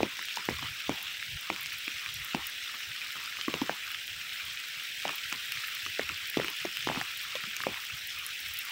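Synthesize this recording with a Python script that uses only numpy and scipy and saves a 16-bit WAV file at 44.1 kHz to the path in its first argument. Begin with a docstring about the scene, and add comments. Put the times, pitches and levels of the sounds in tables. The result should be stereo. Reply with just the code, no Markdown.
"""Steady rain on a flooded yard, heard from under an umbrella through two unlike microphones.
Countless far impacts merge into a thin, patchy hiss; nearer drops patter and crack as damped rings.
Large drops strike the taut cloth overhead, which thumps like a membrane, and spray ticks close by
in short bursts of treble noise. Faint low puffs of wind on the microphones come and go."""
import sys
import numpy as np
from scipy import signal
from scipy.fft import rfft, irfft, next_fast_len
from scipy.io import wavfile
from scipy.ndimage import uniform_filter1d

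SR = 44100
rng = np.random.default_rng(int(sys.argv[2]) if len(sys.argv) > 2 else 0)


def digitize_waveform(pressure):
    """Quantize a signal to 16-bit integers and store it at the path in sys.argv[1].

    Rows of a 2-D input are taken as channels; values are limited to [-1, 1].
    """
    field = np.atleast_2d(pressure).T
    bounded = np.clip(field, -1, 1)
    quanta = np.round(bounded * 32767).astype(np.int16)
    wavfile.write(sys.argv[1], SR, quanta)


N = 384111

# Strength of the rain over time: time_s, hiss_db, spray_db
RAIN_LEVELS = [(0.0, -41, -57), (0.31, -39.5, -55), (1.57, -41, -55), (1.75, -40, -54.5), (2.67, -40, -55),
               (4.49, -40, -54.5), (5.68, -38.5, -52), (6.09, -39.5, -54), (6.77, -38.5, -52.5),
               (7.47, -39.5, -54), (7.93, -40.5, -54), (8.71, -40, -52.5)]
# Relative spectra of far drops, near splashes and fine spray: frequency_hz, density_db
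HISS_SPECTRUM = [(600, 4), (1000, -0.5), (1500, -1), (2000, 2), (2600, 5.5), (3300, 3.5), (3900, 0.5),
                 (4500, -6.5), (5500, -4), (6600, -11.5), (9500, -23.5), (12400, -42)]
SPATTER_SPECTRUM = [(900, -29), (1300, 27), (2700, 0), (5000, -1), (9000, -32), (15000, -47), (17000, -37)]
SPRAY_SPECTRUM = [(4410, -39), (7500, 10.5), (10400, 2.5), (12600, 4), (15200, 11), (15900, 14),
                  (16300, 16), (16500, -45)]
# Near drops bursting: start_s, level_db, pitch_hz, splash_relative_db
DROP_CRACKS = [(0.0304, -14.5, 2480, -41), (0.169, -25, 2640, -18), (0.192, -23, 1930, -21),
               (0.2846, -22, 2720, -28), (0.3576, -35.5, 2370, -1.5), (0.3704, -21.5, 2750, -14),
               (0.454, -29, 3550, -15), (0.4882, -17, 2050, -38), (0.5931, -25, 2460, -23),
               (0.894, -22.5, 2180, -18), (1.0813, -24.5, 2800, -14), (1.501, -15, 2380, -49),
               (1.5618, -21.5, 2540, -26), (1.6596, -22, 2700, -11), (1.8791, -17, 2500, -30),
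               (2.061, -19.5, 2470, -32), (2.348, -15.5, 2780, -22), (2.805, -25, 2130, -28),
               (2.9622, -38, 2700, -17), (3.016, -22.5, 2500, -33), (3.3538, -31, 2750, -24),
               (3.3697, -22.5, 2490, -28), (3.3975, -32, 3500, -25), (3.4116, -16, 3150, -47),
               (3.482, -22, 2050, -26), (3.5399, -14.5, 2830, -48), (3.615, -20, 3220, -35),
               (3.694, -17.5, 1680, -37), (3.918, -32, 2990, -24), (5.0513, -23, 2040, -16),
               (5.079, -19, 3150, -22), (5.0914, -18.5, 2650, -24), (5.326, -17.5, 2600, -16),
               (5.521, -18.5, 2880, -18), (5.5718, -25, 1960, -25), (5.8627, -21, 2790, -23),
               (5.9943, -16, 1920, -33), (6.0472, -36, 2690, -28), (6.0911, -17.5, 2630, -34),
               (6.343, -24, 2150, -25), (6.3724, -17.5, 3380, -33), (6.4, -19.5, 1980, -30),
               (6.4456, -20.5, 2390, -31), (6.4821, -16, 2770, -30), (6.601, -27, 2400, -14),
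               (6.6533, -23.5, 2350, -11), (6.7275, -31, 2850, -8), (6.77, -17, 2900, -35),
               (6.8732, -19.5, 3500, -33), (6.8874, -21.5, 1960, -23), (7.013, -17, 1820, -23),
               (7.3538, -18.5, 3320, -28), (7.437, -26, 2100, -40), (7.5655, -22.5, 2630, -9.5),
               (7.6036, -22, 1720, -31), (7.6358, -19, 1720, -33), (7.668, -21, 2390, -24)]
# Heavy drops on the cloth: start_s, level_db, pitch_hz, ring_cycles,
# overtone_db, overtone_hz, overtone_cycles, left_over_right_db
CLOTH_THUMPS = [(0.005, -31, 441, 5.2, -14, 665, 0.69, 1), (0.031, -14, 302, 1.36, -15, 600, 1, -0.5),
                (0.191, -56, 234, 1.9, -32.5, 1040, 4, 0), (0.372, -70, 598, 2.5, -25.5, 934, 5.3, 0),
                (0.488, -13.5, 296, 0.67, -18.5, 885, 1.4, 1.5), (0.589, -49, 151, .9, -37, 1110, 3.9, 8),
                (0.626, -38, 276, 2.5, -25.5, 1110, 1.7, 2),
                (0.894, -24.5, 280, 2.8, -10.5, 640, 0.47, 1.5),
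                (1.501, -32, 322, 2.5, -12.5, 1040, 0.95, 4), (1.878, -34.5, 287, 1.6, -48, 1290, 3.1, -4),
                (2.347, -19, 237, 1.46, -18, 820, 1.7, -1.5), (2.742, -60, 280, 1.5, -35, 1190, 4.4, 3),
                (3.155, -55, 280, 1.7, -30, 1320, 4.2, -1), (3.388, -66, 554, 2.3, -31.5, 1270, 6.1, -1),
                (3.481, -19, 290, 1.7, -23, 1124, 6.2, -1.5), (3.508, -39, 258, 1.3, -41, 1240, 3.1, 4),
                (3.54, -19, 428, 0.93, -27, 1020, 2.5, 1.5), (3.617, -19, 270, 2.6, -22.5, 900, 2.6, -1.5),
                (3.695, -36, 505, 4, -16.5, 726, 1.46, 0), (5.053, -36, 594, 5.4, -19.5, 800, 1.9, -2),
                (5.075, -49, 278, 2.1, -29, 775, 1.6, 0.1), (5.093, -38, 594, 3.4, -23, 1200, 2.9, 0),
                (5.325, -37.5, 312, 2.2, -24, 1240, 1.7, 0), (5.863, -41.5, 326, 1.5, -30.5, 1210, 4, 2),
                (5.994, -22, 436, 1.65, -25.5, 608, 2.3, 1), (6.096, -48, 239, 2.3, -26.5, 1350, 5.4, 0),
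                (6.371, -12, 315, 0.91, -38, 576, 1.2, 0), (6.398, -17, 463, 1.5, -41, 597, 1.4, -1),
                (6.445, -34, 333, 2.5, -21.5, 1420, 2.6, -2), (6.482, -42, 410, 3.9, -28.5, 1290, 1.9, 3),
                (6.651, -26, 354, 2.9, -27, 630, 2.6, 1), (6.872, -18.5, 330, 0.84, -17, 925, 1.4, -2),
                (6.889, -34, 400, 1.1, -13.5, 1300, 1.1, -2), (6.899, -36, 568, 3.2, -18.5, 800, 1.3, -4),
                (6.915, -40, 400, 1.3, -17.5, 1000, 0.88, -4), (6.947, -39, 300, 1.3, -18, 1500, 1, -2),
                (6.96, -45, 300, 1.3, -21, 1500, 1.5, 0.1), (6.973, -23.5, 208, 1.26, -24, 1020, 1.6, 3.5),
                (7.012, -44, 164, 1.3, -32.5, 760, 5.2, 6), (7.353, -37, 516, 6.4, -40, 594, 6.7, 9),
                (7.438, -41, 159, 1.1, -33.5, 1260, 5.1, -2), (7.473, -46.5, 208, 3.7, -47, 1300, 3.1, -10),
                (7.603, -44, 151, 1.1, -33, 1100, 3.6, 0.1), (7.636, -60, 406, 2.1, -28, 1180, 6.5, -3),
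                (7.668, -30, 524, 6.3, -10.5, 636, 0.53, -1.5)]
# Spray landing close by: start_s, level_db, pitch_hz
SPRAY_TICKS = [(0.2244, -33, 15300), (0.2553, -26, 15800), (0.3601, -34, 14400), (0.4534, -36, 14000),
               (0.5013, -33, 15500), (1.028, -27, 14900), (1.4097, -33, 15600), (1.6092, -29, 15300),
               (1.6315, -27, 15400), (1.7315, -30, 15300), (1.7838, -29, 14800), (1.8437, -36, 15300),
               (1.8647, -33, 15500), (2.141, -31.5, 12600), (2.2473, -30, 13400), (2.367, -41, 15200),
               (2.4691, -19, 15500), (2.4982, -29, 15700), (3.1203, -33, 15000), (3.239, -29, 15300),
               (3.9165, -33, 14800), (4.0716, -31, 15500), (4.129, -42, 15400), (4.4528, -35, 13900),
               (4.8337, -39, 15600), (5.1567, -29.5, 11800), (5.2974, -34, 14200), (5.3253, -39, 14100),
               (5.5206, -29, 15000), (5.6735, -30.5, 15500), (5.7496, -27, 15000), (5.9, -37, 14800),
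               (6.1749, -34, 15100), (6.274, -31, 14800), (6.2991, -28, 14300), (6.4457, -33, 13400),
               (6.5012, -28, 14000), (6.566, -36, 9030), (6.7236, -38, 15700), (6.77, -30, 15600),
               (7.1731, -32, 11100), (7.2155, -35, 13900), (7.2305, -31, 14900), (7.566, -28.5, 14400),
               (7.6291, -33, 15500), (7.8171, -35, 15300), (7.8506, -31, 15300), (7.9678, -32, 15000),
               (8.0723, -29, 14700), (8.1878, -33, 15200), (8.2462, -40, 14300), (8.2646, -26, 9800),
               (8.4038, -32, 15500), (8.485, -31, 14900), (8.538, -26, 15500), (8.571, -28, 15000),
               (8.5894, -20, 15500), (8.6517, -27, 15600)]
# Wind on the microphones: start_s, length_s, level_db
WIND_PUFFS = [(0.001, 0.041, -34.5), (0.465, 0.23, -48), (0.72, 0.072, -54), (0.873, 0.072, -44),
              (1.103, 0.034, -58), (1.277, 0.11, -51.5), (1.542, 0.13, -60), (1.697, 0.11, -59),
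              (1.935, 0.043, -53), (2.126, 0.13, -53.5), (2.338, 0.11, -48), (2.9, 0.048, -58),
              (3.508, 0.2, -54), (3.83, 0.085, -52), (4.08, 0.13, -56), (4.456, 0.106, -55),
              (5.24, 0.16, -60.5), (5.508, 0.088, -56.5), (5.813, 0.052, -59), (6.014, 0.22, -54.5),
              (6.35, 0.162, -52.5), (6.814, 0.25, -55.5), (7.61, 0.16, -58.5), (7.845, 0.41, -60),
              (8.41, 0.15, -54.5)]
# Relative spectra of the wind and of a dim low wash: frequency_hz, density_db
WIND_SPECTRUM = [(15, -49), (25, -47), (47, -11), (73, 2), (154, -3), (168, -24), (184, -37), (230, -37),
                 (300, -52), (510, -120)]
MURK_SPECTRUM = [(120, -12), (200, 4), (400, 1), (700, 1), (1000, 1.5), (1400, -14)]
# Unequal sensitivity of the microphones: frequency_hz, left_over_right_db
MIC_BALANCE = [(60, -0.5), (500, 1), (750, 1), (1050, 8), (1400, 9), (2000, 10), (2900, 12), (3700, 7.5),
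               (4600, 4.5), (5600, -2.5), (6800, 2.5), (8300, 17), (10300, 13), (15000, 12.5)]


def rain(level_db):
    """Superposition: far impacts sum to a hiss, nearer ones stay distinct; all pass a low-cut filter."""
    hiss = wash(HISS_SPECTRUM, level_db + 4.5, coherence=0.013, patchy_db=2.27, flicker_db=1, size=512)
    drops = gain_of(level_db - 4) * patter(1950, 5600, cycles=1.22, per_s=500, spread_db=4, pitches=16)
    splashes = gain_of(level_db - 13.5) * spatter(per_s=60, spread_db=5)
    hz, t, spectra = signal.stft(hiss + drops + splashes, SR, nperseg=512, noverlap=384)
    below_hz = np.maximum(low_cut_hz(t) - hz[:, None], 0)
    spectra *= gain_of(-6.9 * below_hz / 100)  # 6.9 dB per 100 Hz
    return signal.istft(spectra, SR, nperseg=512, noverlap=384)[1][:, :N]


def low_cut_hz(t):
    """Noise suppression: a wandering low-cut filter opens after each loud thump, passing lower hiss."""
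    rest_hz, lowest_hz, wander_hz = 1350, 800, 116
    open_hz_per_db, threshold_db, climb_hz_per_s = 18, -47, 3760
    start_s, db, _, _, over_db, *_ = np.transpose(CLOTH_THUMPS)[:, :, None]
    openings = open_hz_per_db * (np.maximum(db, over_db) - threshold_db) - climb_hz_per_s * (t - start_s)
    opening_hz = np.max(openings * (t >= start_s), axis=0).clip(0)
    wander = unit_rms(uniform_filter1d(rng.standard_normal(len(t)), size=30))
    return np.maximum(rest_hz + wander_hz * wander - opening_hz, lowest_hz)


def impacts(per_s, spread_db):
    """Independent drops arrive as a Poisson process: most impulses are small, a few large."""
    return gain_of(spread_db * np.minimum(rng.exponential(1, N), 4)) * (rng.random(N) < per_s / SR)


def patter(low_hz, high_hz, cycles, per_s, spread_db, pitches):
    """Impulse response: each drop excites a damped ring, unequal in level and delay left and right."""
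    strikes, pitch_index = impacts(per_s, spread_db), rng.integers(0, pitches, N)
    out, t = np.zeros((2, N)), np.arange(600) / SR
    for k, hz in enumerate(np.geomspace(low_hz, high_hz, pitches)):
        mode = np.exp(-t * hz / cycles) * np.sin(2 * np.pi * hz * t)
        rings = signal.oaconvolve(strikes * (pitch_index == k), mode)[:N]
        side, lag = rng.uniform(-1, 1), rng.integers(-12, 24)
        out += [gain_of(5.4 * side) * np.roll(rings, lag), gain_of(-3 * side) * rings]
    return unit_rms(out)


def spatter(per_s, spread_db):
    """Brief impacts have wide spectra: drops on hard ground and leaves splash as decaying noise."""
    decay_s, size = 0.0025, next_fast_len(N)
    envelope = signal.lfilter([1], [1, -np.exp(-1 / (decay_s * SR))], impacts(per_s, spread_db))
    bursts = envelope * rng.standard_normal((2, N))
    colour = gain_of(spectrum_db(SPATTER_SPECTRUM, np.fft.rfftfreq(size, 1 / SR)))
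    return unit_rms(irfft(rfft(bursts, size) * colour, size)[:, :N])


def drop_cracks():
    """A bursting drop excites one damped mode and a bright splash that differs at each microphone."""
    t60_s, splash_decay_s = 0.0062, 0.00039
    out, t = np.zeros((2, N)), np.maximum(np.arange(1200) / SR - 0.0006, 0)
    noises = rng.standard_normal((len(DROP_CRACKS), 2, len(t)))
    thin = signal.butter(3, 1200, "highpass", fs=SR, output="sos")
    for (start_s, db, hz, splash_db), noise in zip(DROP_CRACKS, noises):
        ring = np.sin(2 * np.pi * hz * t) * gain_of(-60 * t / t60_s)
        splash = gain_of(splash_db) * unit_rms(bandpass(noise, 4300, 7200)) * np.exp(-t / splash_decay_s)
        crack = gain_of(db) * signal.sosfiltfilt(thin, ring + splash)
        place(out, start_s, crack * gain_of([[6.5], [9.5]]))
    return out


def umbrella():
    """A struck membrane: the pitch sags as the dent spreads, and an overtone rings."""
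    sag_s, swell_rise_s, swell_decay_s = 0.00018, 0.0032, 0.037
    out, t = np.zeros((2, N)), np.arange(9000) / SR
    noises = rng.standard_normal((len(CLOTH_THUMPS), len(t)))
    swell_envelope = (1 - np.exp(-t / swell_rise_s)) * np.exp(-(t / swell_decay_s) ** 2)
    for row, noise in zip(CLOTH_THUMPS, noises):
        start_s, db, hz, cycles, over_db, over_hz, over_cycles, pan_db = row
        turns = hz * t + 0.093 * (1 - np.exp(-t / sag_s))
        thump = gain_of(db) * highpass(cloth_mode(turns, cycles, t), 0.74 * hz)
        overtone = gain_of(over_db) * highpass(cloth_mode(over_hz * t, over_cycles, t), 0.3 * over_hz)
        swell_db = max(db - 21.5, over_db - 27)  # low noise swells briefly after each thump
        low_swell = gain_of(swell_db) * unit_rms(bandpass(noise, 120, 420)) * swell_envelope
        place(out, start_s, (thump + overtone + low_swell) * gain_of([[pan_db / 2], [-pan_db / 2]]))
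    return out


def cloth_mode(turns, cycles, t, rise_s=0.0001):
    """A damped vibration whose near-Gaussian envelope holds briefly, then falls steeply."""
    return np.sin(2 * np.pi * turns) * (1 - np.exp(-t / rise_s)) * np.exp(-(turns / cycles) ** 1.94)


def spray_ticks():
    """A droplet's impact radiates a burst of treble noise; its rebound repeats it more weakly."""
    decay_s, bounce_s = 0.0009, 0.0035
    out, t = np.zeros((2, N)), np.arange(900) / SR
    noises = rng.standard_normal((len(SPRAY_TICKS), 2, len(t)))
    envelope = np.exp(-t / decay_s)
    envelope += 0.3 * np.roll(envelope, round(bounce_s * SR))
    for (start_s, db, hz), (left, other) in zip(SPRAY_TICKS, noises):
        treble = bandpass([left, 0.17 * left + 0.72 * other], 0.93 * hz, 1.25 * hz, order=1)
        burst = highpass(treble * envelope, 0.8 * hz, order=1)
        onset_amplitude = abs(burst[0, :20]).mean()
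        place(out, start_s, gain_of(db) * burst / onset_amplitude)
    return out


def fine_spray(level_db):
    """Tiny droplets add incoherently to a high hiss, with a crackle of single damped rings."""
    mist = wash(SPRAY_SPECTRUM, level_db + 5.5, coherence=0.02, patchy_db=2, flicker_db=1.8, size=256)
    crackle = patter(11500, 15700, cycles=2.2, per_s=150, spread_db=4.5, pitches=12)
    return mist + gain_of(level_db - 4) * highpass(crackle, 9000)


def wind():
    """Fluctuating air pressure on the microphones rumbles in soft-edged puffs over a dim low wash."""
    calm_db, fade_s = -68.5, 0.065
    level_db = np.full(N, calm_db)
    for start_s, length_s, db in WIND_PUFFS:
        level_db[round(start_s * SR):round((start_s + length_s) * SR)] = db
    level_db = uniform_filter1d(level_db, round(fade_s * SR))
    rumble = wash(WIND_SPECTRUM, level_db, coherence=0.94, patchy_db=2.7, flicker_db=5.4, size=2048)
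    murk = wash(MURK_SPECTRUM, level_db=-63.5, coherence=0.71, patchy_db=1, flicker_db=0.49, size=1024)
    return rumble + murk


def wash(spectrum, level_db, coherence, patchy_db, flicker_db, size):
    """Modulated noise: random short-time spectra with drifting patches and a flicker at all pitches."""
    hop = size // 4
    frames, hz = N // hop + 5, np.fft.rfftfreq(size, 1 / SR)
    left_re, left_im, other_re, other_im, *patches = rng.standard_normal((frames, len(hz), 6)).T
    left, other = left_re + 1j * left_im, other_re + 1j * other_im
    right = coherence * left + np.sqrt(1 - coherence ** 2) * other
    patches = unit_rms(uniform_filter1d(uniform_filter1d(patches, size=4, axis=1), size=12, axis=2))
    patches = patchy_db * patches * [[[1]], [[1.4]]]  # the right side is the more ragged
    flicker = flicker_db * unit_rms(uniform_filter1d(rng.standard_normal(frames), size=3))
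    spectra = np.array([left, right]) * gain_of(spectrum_db(spectrum, hz)[:, None] + patches + flicker)
    noise = signal.istft(spectra, nperseg=size, noverlap=size - hop)[1][:, :N]
    return gain_of(level_db) * unit_rms(noise)


def place(mix, start_s, sound, left_lag_samples=7):
    """Path difference: a near sound enters the mix slightly later on the left."""
    for channel, lag in enumerate((left_lag_samples, 0)):
        part = mix[channel, round(start_s * SR) + lag:][:sound.shape[1]]
        part += sound[channel, :len(part)]


def gain_of(db):
    """Amplitude grows tenfold per 20 dB."""
    return 10 ** (np.asarray(db) / 20)


def unit_rms(x):
    """Normalisation to unit mean power."""
    return x / np.sqrt(np.mean(x ** 2) + 1e-20)


def spectrum_db(points, hz):
    """Interpolation on a log-frequency axis."""
    point_hz, db = np.transpose(points)
    return np.interp(np.log(hz + 1), np.log(point_hz + 1), db)


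def highpass(x, hz, order=2):
    """Attenuation below a cutoff."""
    return signal.sosfilt(signal.butter(order, hz, "highpass", fs=SR, output="sos"), x)


def bandpass(x, low_hz, high_hz, order=2):
    """Attenuation outside a band."""
    return signal.sosfilt(signal.butter(order, [low_hz, high_hz], "bandpass", fs=SR, output="sos"), x)


def scene():
    """Linear superposition: the pressures of rain, umbrella, spray and wind add."""
    time_s, *levels = np.transpose(RAIN_LEVELS)
    hiss_db, spray_db = (np.interp(np.arange(N) / SR, time_s, db) for db in levels)
    return rain(hiss_db) + drop_cracks() + umbrella() + spray_ticks() + fine_spray(spray_db) + wind()


def record(dry):
    """Frequency response: the two microphones share the power unequally and pass a limited band."""
    size, cutoff_hz = next_fast_len(N + 4096), 15780
    ratio = gain_of(spectrum_db(MIC_BALANCE, np.fft.rfftfreq(size, 1 / SR)))
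    response = np.array([ratio, np.ones_like(ratio)]) * np.sqrt(2 / (1 + ratio ** 2))
    heard = irfft(rfft(dry, size) * response, size)[:, :N]
    lowpass = signal.firwin(511, cutoff_hz, window=("kaiser", 9), fs=SR)
    return signal.oaconvolve(heard, lowpass[None], "same")


dry = scene()
out = record(dry)
digitize_waveform(out)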